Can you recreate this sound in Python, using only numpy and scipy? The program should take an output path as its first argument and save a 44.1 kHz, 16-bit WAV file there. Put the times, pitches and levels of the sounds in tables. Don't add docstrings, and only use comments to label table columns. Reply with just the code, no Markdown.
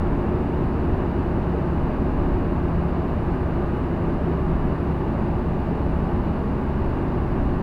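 import sys
import numpy as np
from scipy import signal
from scipy.fft import rfft, irfft, next_fast_len
from scipy.io import wavfile
from scipy.ndimage import uniform_filter1d, map_coordinates

SR = 44100
rng = np.random.default_rng(int(sys.argv[2]) if len(sys.argv) > 2 else 0)


def invert_db(level):
    return 10 ** (np.asarray(level, dtype=float) / 20)


def generate_wav(sig):
    pcm = np.round(np.clip(np.atleast_2d(sig).T, -1, 1) * 32767).astype(np.int16)
    wavfile.write(sys.argv[1], SR, pcm)


N = 336042


def unit(x):
    return x / np.sqrt(np.mean(x ** 2) + 1e-20)


def wobble(rate):
    knots = rng.standard_normal(int(N * rate / SR) + 4)
    return map_coordinates(knots, [np.arange(N) * rate / SR])


def swells(at_s, half_s, top_db):
    t = np.arange(N) / SR
    return sum(db * np.exp(-((t - s) / half) ** 2) for s, half, db in np.broadcast(at_s, half_s, top_db))


def rush(spectrum, lumpy_db, rate):
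    m = next_fast_len(N + 8192)
    hz, db = np.transpose(spectrum)
    log_hz = np.log(np.fft.rfftfreq(m, 1 / SR) + 1)
    gain = invert_db(np.interp(log_hz, np.log(hz + 1), db, left=-120, right=-120))
    noise = irfft(rfft(rng.standard_normal(m)) * gain, m)[:N]
    return unit(noise * invert_db(lumpy_db * wobble(rate)))


def steadied(x, span_s):
    power = np.abs(uniform_filter1d(x ** 2, round(span_s * SR)))
    return unit(x / np.sqrt(power + 1e-3))


# (time [s], firing rate [Hz])
FIRING_RATE = [
    (0.0, 71.61),
    (0.69, 71.25),
    (2.08, 69.72),
    (2.77, 69.29),
    (4.16, 68.54),
    (4.85, 68.06),
    (7.62, 66.6),
]


def firing_hz():
    s, hz = np.transpose(FIRING_RATE)
    return np.interp(np.arange(N) / SR, s, hz)


def crank_hz():
    return firing_hz() / 2


# (frequency [Hz], width [Hz], lift [dB])
RESONANCES = [
    (166.9, 3.5, 5),
    (218.4, 3.6, 9),
    (390, 20, 9),
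    (1110, 32, 10),
]


def shaft(speed_hz, orders, levels_db, sway_db, rate):
    angle = 2 * np.pi * np.cumsum(speed_hz) / SR
    out = np.zeros(N)
    for order, db in zip(orders, levels_db):
        lift_db = sum(top / (1 + ((order * speed_hz - hz) / width) ** 2) for hz, width, top in RESONANCES)
        gain = unit(invert_db(lift_db + sway_db * wobble(rate)))
        tone = np.sin(order * angle + rng.uniform(0, 2 * np.pi))
        out += invert_db(db) * np.sqrt(2) * gain * tone
    return out


# (multiple of crank speed, level [dB rms])
ENGINE_TONES = [(0.5, -45.0), (2.0, -31.0), (2.5, -43.0), (4.0, -36.0), (4.5, -48.0), (5.0, -45.0),
                (6.0, -38.0), (6.5, -42.0), (7.0, -47.0), (7.5, -40.0), (8.5, -46.0), (10.5, -45.0),
                (12.0, -48.0), (13.0, -56.0), (14.0, -55.0), (15.0, -59.0), (16.0, -55.0), (16.5, -53.0),
                (17.0, -51.0), (17.5, -53.0), (19.0, -51.0), (24.0, -58.0), (24.5, -59.0), (25.5, -59.0),
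                (30.0, -59.0), (32.0, -56.0), (33.5, -58.0), (34.0, -57.0), (34.5, -61.0), (36.0, -55.0)]


def engine():
    orders, levels_db = np.transpose(ENGINE_TONES)
    return invert_db(0.2) * shaft(crank_hz(), orders, levels_db, sway_db=0.14, rate=3.6)


def valve_train():
    orders = np.arange(37.5, 57, .5)
    levels_db = -68 - 0.56 * (orders - 38) + rng.normal(0, 0.89, len(orders))
    return shaft(crank_hz(), orders, levels_db, sway_db=5.5, rate=1.1)


PUMP_LEVELS = [-43, -34, -43, -45, -42, -50, -58]


def pump():
    turns_per_crank_turn = 1.6185
    orders = [2, 3, 4, 5, 6, 8, 9]
    return invert_db(0.2) * shaft(turns_per_crank_turn * crank_hz(), orders, PUMP_LEVELS, sway_db=3.0, rate=2.5)


# (time [s], half length [s], jolt [dB])
ROUGH_PATCHES = [(0.126, 0.21, 7), (0.644, .07, 8), (0.948, .1, 8.5), (1.35, 0.15, 3), (1.85, .2, 6),
                 (2.3, 0.24, 10), (2.82, 0.11, 5.5), (3.25, .15, 5.5), (3.8, .12, 0.5), (4.1, .1, 4),
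                 (4.55, .18, 9), (5.28, 0.076, 11), (5.948, 0.11, 7), (6.196, 0.063, 7), (6.85, .12, 5.5),
                 (7.15, .1, 3), (7.45, .14, 10.5)]


def jolts_db():
    return swells(*np.transpose(ROUGH_PATCHES))


WHEEL_LEVELS = [-35, -43, -37, -43]


def wheels():
    turns_per_crank_turn = .2815
    bumps = unit(invert_db(.65 * jolts_db()))
    orders = [2, 3, 4, 9]
    return bumps * shaft(turns_per_crank_turn * crank_hz(), orders, WHEEL_LEVELS, sway_db=-0.2, rate=2.9)


def faster_hz():
    return firing_hz() - np.mean(firing_hz())


# (time [s], level [dB])
RIBBED_STRETCHES = [
    (.3, 3),
    (1.0, 1.5),
    (1.6, 3),
    (2.4, 1.5),
    (3.8, 0.5),
    (4.3, 3),
    (4.9, 2),
    (5.3, 0.5),
    (7.1, 3),
]


def drumming_db():
    at_s, level_db = np.transpose(RIBBED_STRETCHES)
    return swells(at_s, 0.074, level_db)


# (frequency [Hz], level [dB per Hz])
SHAKE_COLOUR = [(5, -34.5), (9, -26), (15, -16), (19, -11.5), (30, -6.5), (39, 0), (46, -8), (56, -1),
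                (66, -7), (76, -15), (100, -65.5)]


def body_shake():
    return invert_db(-37 + jolts_db()) * steadied(rush(SHAKE_COLOUR, lumpy_db=2.0, rate=9), span_s=.15)


# (frequency [Hz], level [dB per Hz])
RUMBLE_COLOUR = [(45, -49.5), (68, -2), (90, 1.5), (118, -2.5), (148, -6), (166, -1), (190, -5.5),
                 (212, -2.5), (226, -8), (250, -3.5), (288, -3), (312, -11.5), (340, -10.5), (420, -64)]


def floor_rumble():
    level_db = -28 + 0.18 * jolts_db() + 0.11 * faster_hz()
    return invert_db(level_db) * steadied(rush(RUMBLE_COLOUR, lumpy_db=-0.6, rate=11), span_s=.2)


# (frequency [Hz], level [dB per Hz])
BOOM_COLOUR = [(270, -57.5), (315, -9), (338, -2), (355, 1), (372, -3.5), (382, -1.5), (395, -10),
               (407, -7.5), (432, -11.5), (450, -11), (480, -10.5), (520, -20.5), (600, -50.5)]


def cabin_boom():
    level_db = -32 + drumming_db() + 0.51 * faster_hz()
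    return invert_db(level_db) * steadied(rush(BOOM_COLOUR, lumpy_db=-1.3, rate=8.3), span_s=0.24)


# (frequency [Hz], level [dB per Hz])
TYRE_COLOUR = [(420, -57), (510, -6), (590, -1), (700, -3), (850, -2.5), (1180, -8), (1300, -13),
               (1550, -13), (2000, -20), (2300, -23), (2930, -24), (3020, -29.5), (3200, -37.5),
               (3700, -71.5)]


def tyre_roar():
    road_db = 0.041 * jolts_db() + .15 * drumming_db()
    passing_car_db = swells(3.4, 0.77, 0.5)
    level_db = -34.5 + road_db + 0.15 * faster_hz() + passing_car_db
    return invert_db(level_db) * rush(TYRE_COLOUR, lumpy_db=0.28, rate=12)


# (frequency [Hz], level [dB per Hz])
WIND_COLOUR = [(2600, -42.5), (3200, -0.5), (3650, 0), (4200, -2), (4330, -5.5), (4380, 1.5), (4450, -4),
               (4650, -5.5), (4720, -0.5), (4820, -6.5), (5300, -10), (6000, -16.5), (7000, -37.5)]


def wind():
    return invert_db(-62.5) * rush(WIND_COLOUR, lumpy_db=0.0, rate=5)


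# (frequency [Hz], level [dB per Hz])
HISS_COLOUR = [(4500, -25.5), (5700, -3), (6500, -0.5), (8500, -2.5), (10200, -2), (10400, -1.5),
               (10700, -2.5), (13000, -4), (14800, -4.5), (15430, -8), (15480, -9.5), (15800, -10)]


def microphone_hiss():
    return invert_db(-70.5) * rush(HISS_COLOUR, lumpy_db=.1, rate=7.9)


def treble_gaps(x):
    gap_share, gap_from_hz = .026, 6500
    edge_hz, edge_open_share = 15500, .11
    hz, _, z = signal.stft(x, SR, nperseg=1024)
    mood = unit(uniform_filter1d(rng.standard_normal(z.shape[1]), 4))
    patches = np.kron(rng.standard_normal(np.add(z.shape, 4) // [3, 2]), np.ones((3, 2)))
    patches = patches[:len(hz), :len(mood)]
    field = unit(uniform_filter1d(patches, 5, 1)) - .4 * mood - hz[:, None] / 12000
    treble = (hz > gap_from_hz) & (hz < edge_hz)
    gaps = (field < np.quantile(field[treble], gap_share)) & treble[:, None]
    widened = uniform_filter1d(gaps * 1., 3, 1) > .1
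    shut = (mood > np.quantile(mood, edge_open_share)) & (hz > edge_hz)[:, None]
    return signal.istft(z * ~widened * ~shut, SR, nperseg=1024)[1][..., :N]


def scene():
    drivetrain = engine() + valve_train() + pump() + wheels()
    road = body_shake() + floor_rumble() + cabin_boom() + tyre_roar()
    return (drivetrain + road + wind())[None]


def low_pass(x):
    return signal.sosfilt(signal.butter(12, 15720, fs=SR, output="sos"), x)


def record(dry):
    lopsided = 0.064 * (dry[0] ** 2 - np.mean(dry ** 2))
    heard = treble_gaps(dry[0] + lopsided + microphone_hiss())
    opens_at, click_s = -.05, .003
    start_click = (opens_at - heard[0]) * np.exp(-np.arange(N) / (click_s * SR))
    fade = np.clip(np.arange(N)[::-1] / (.004 * SR), .1, 1)
    return low_pass(((heard + start_click) * fade)[None])


dry = scene()
out = record(dry)
generate_wav(out)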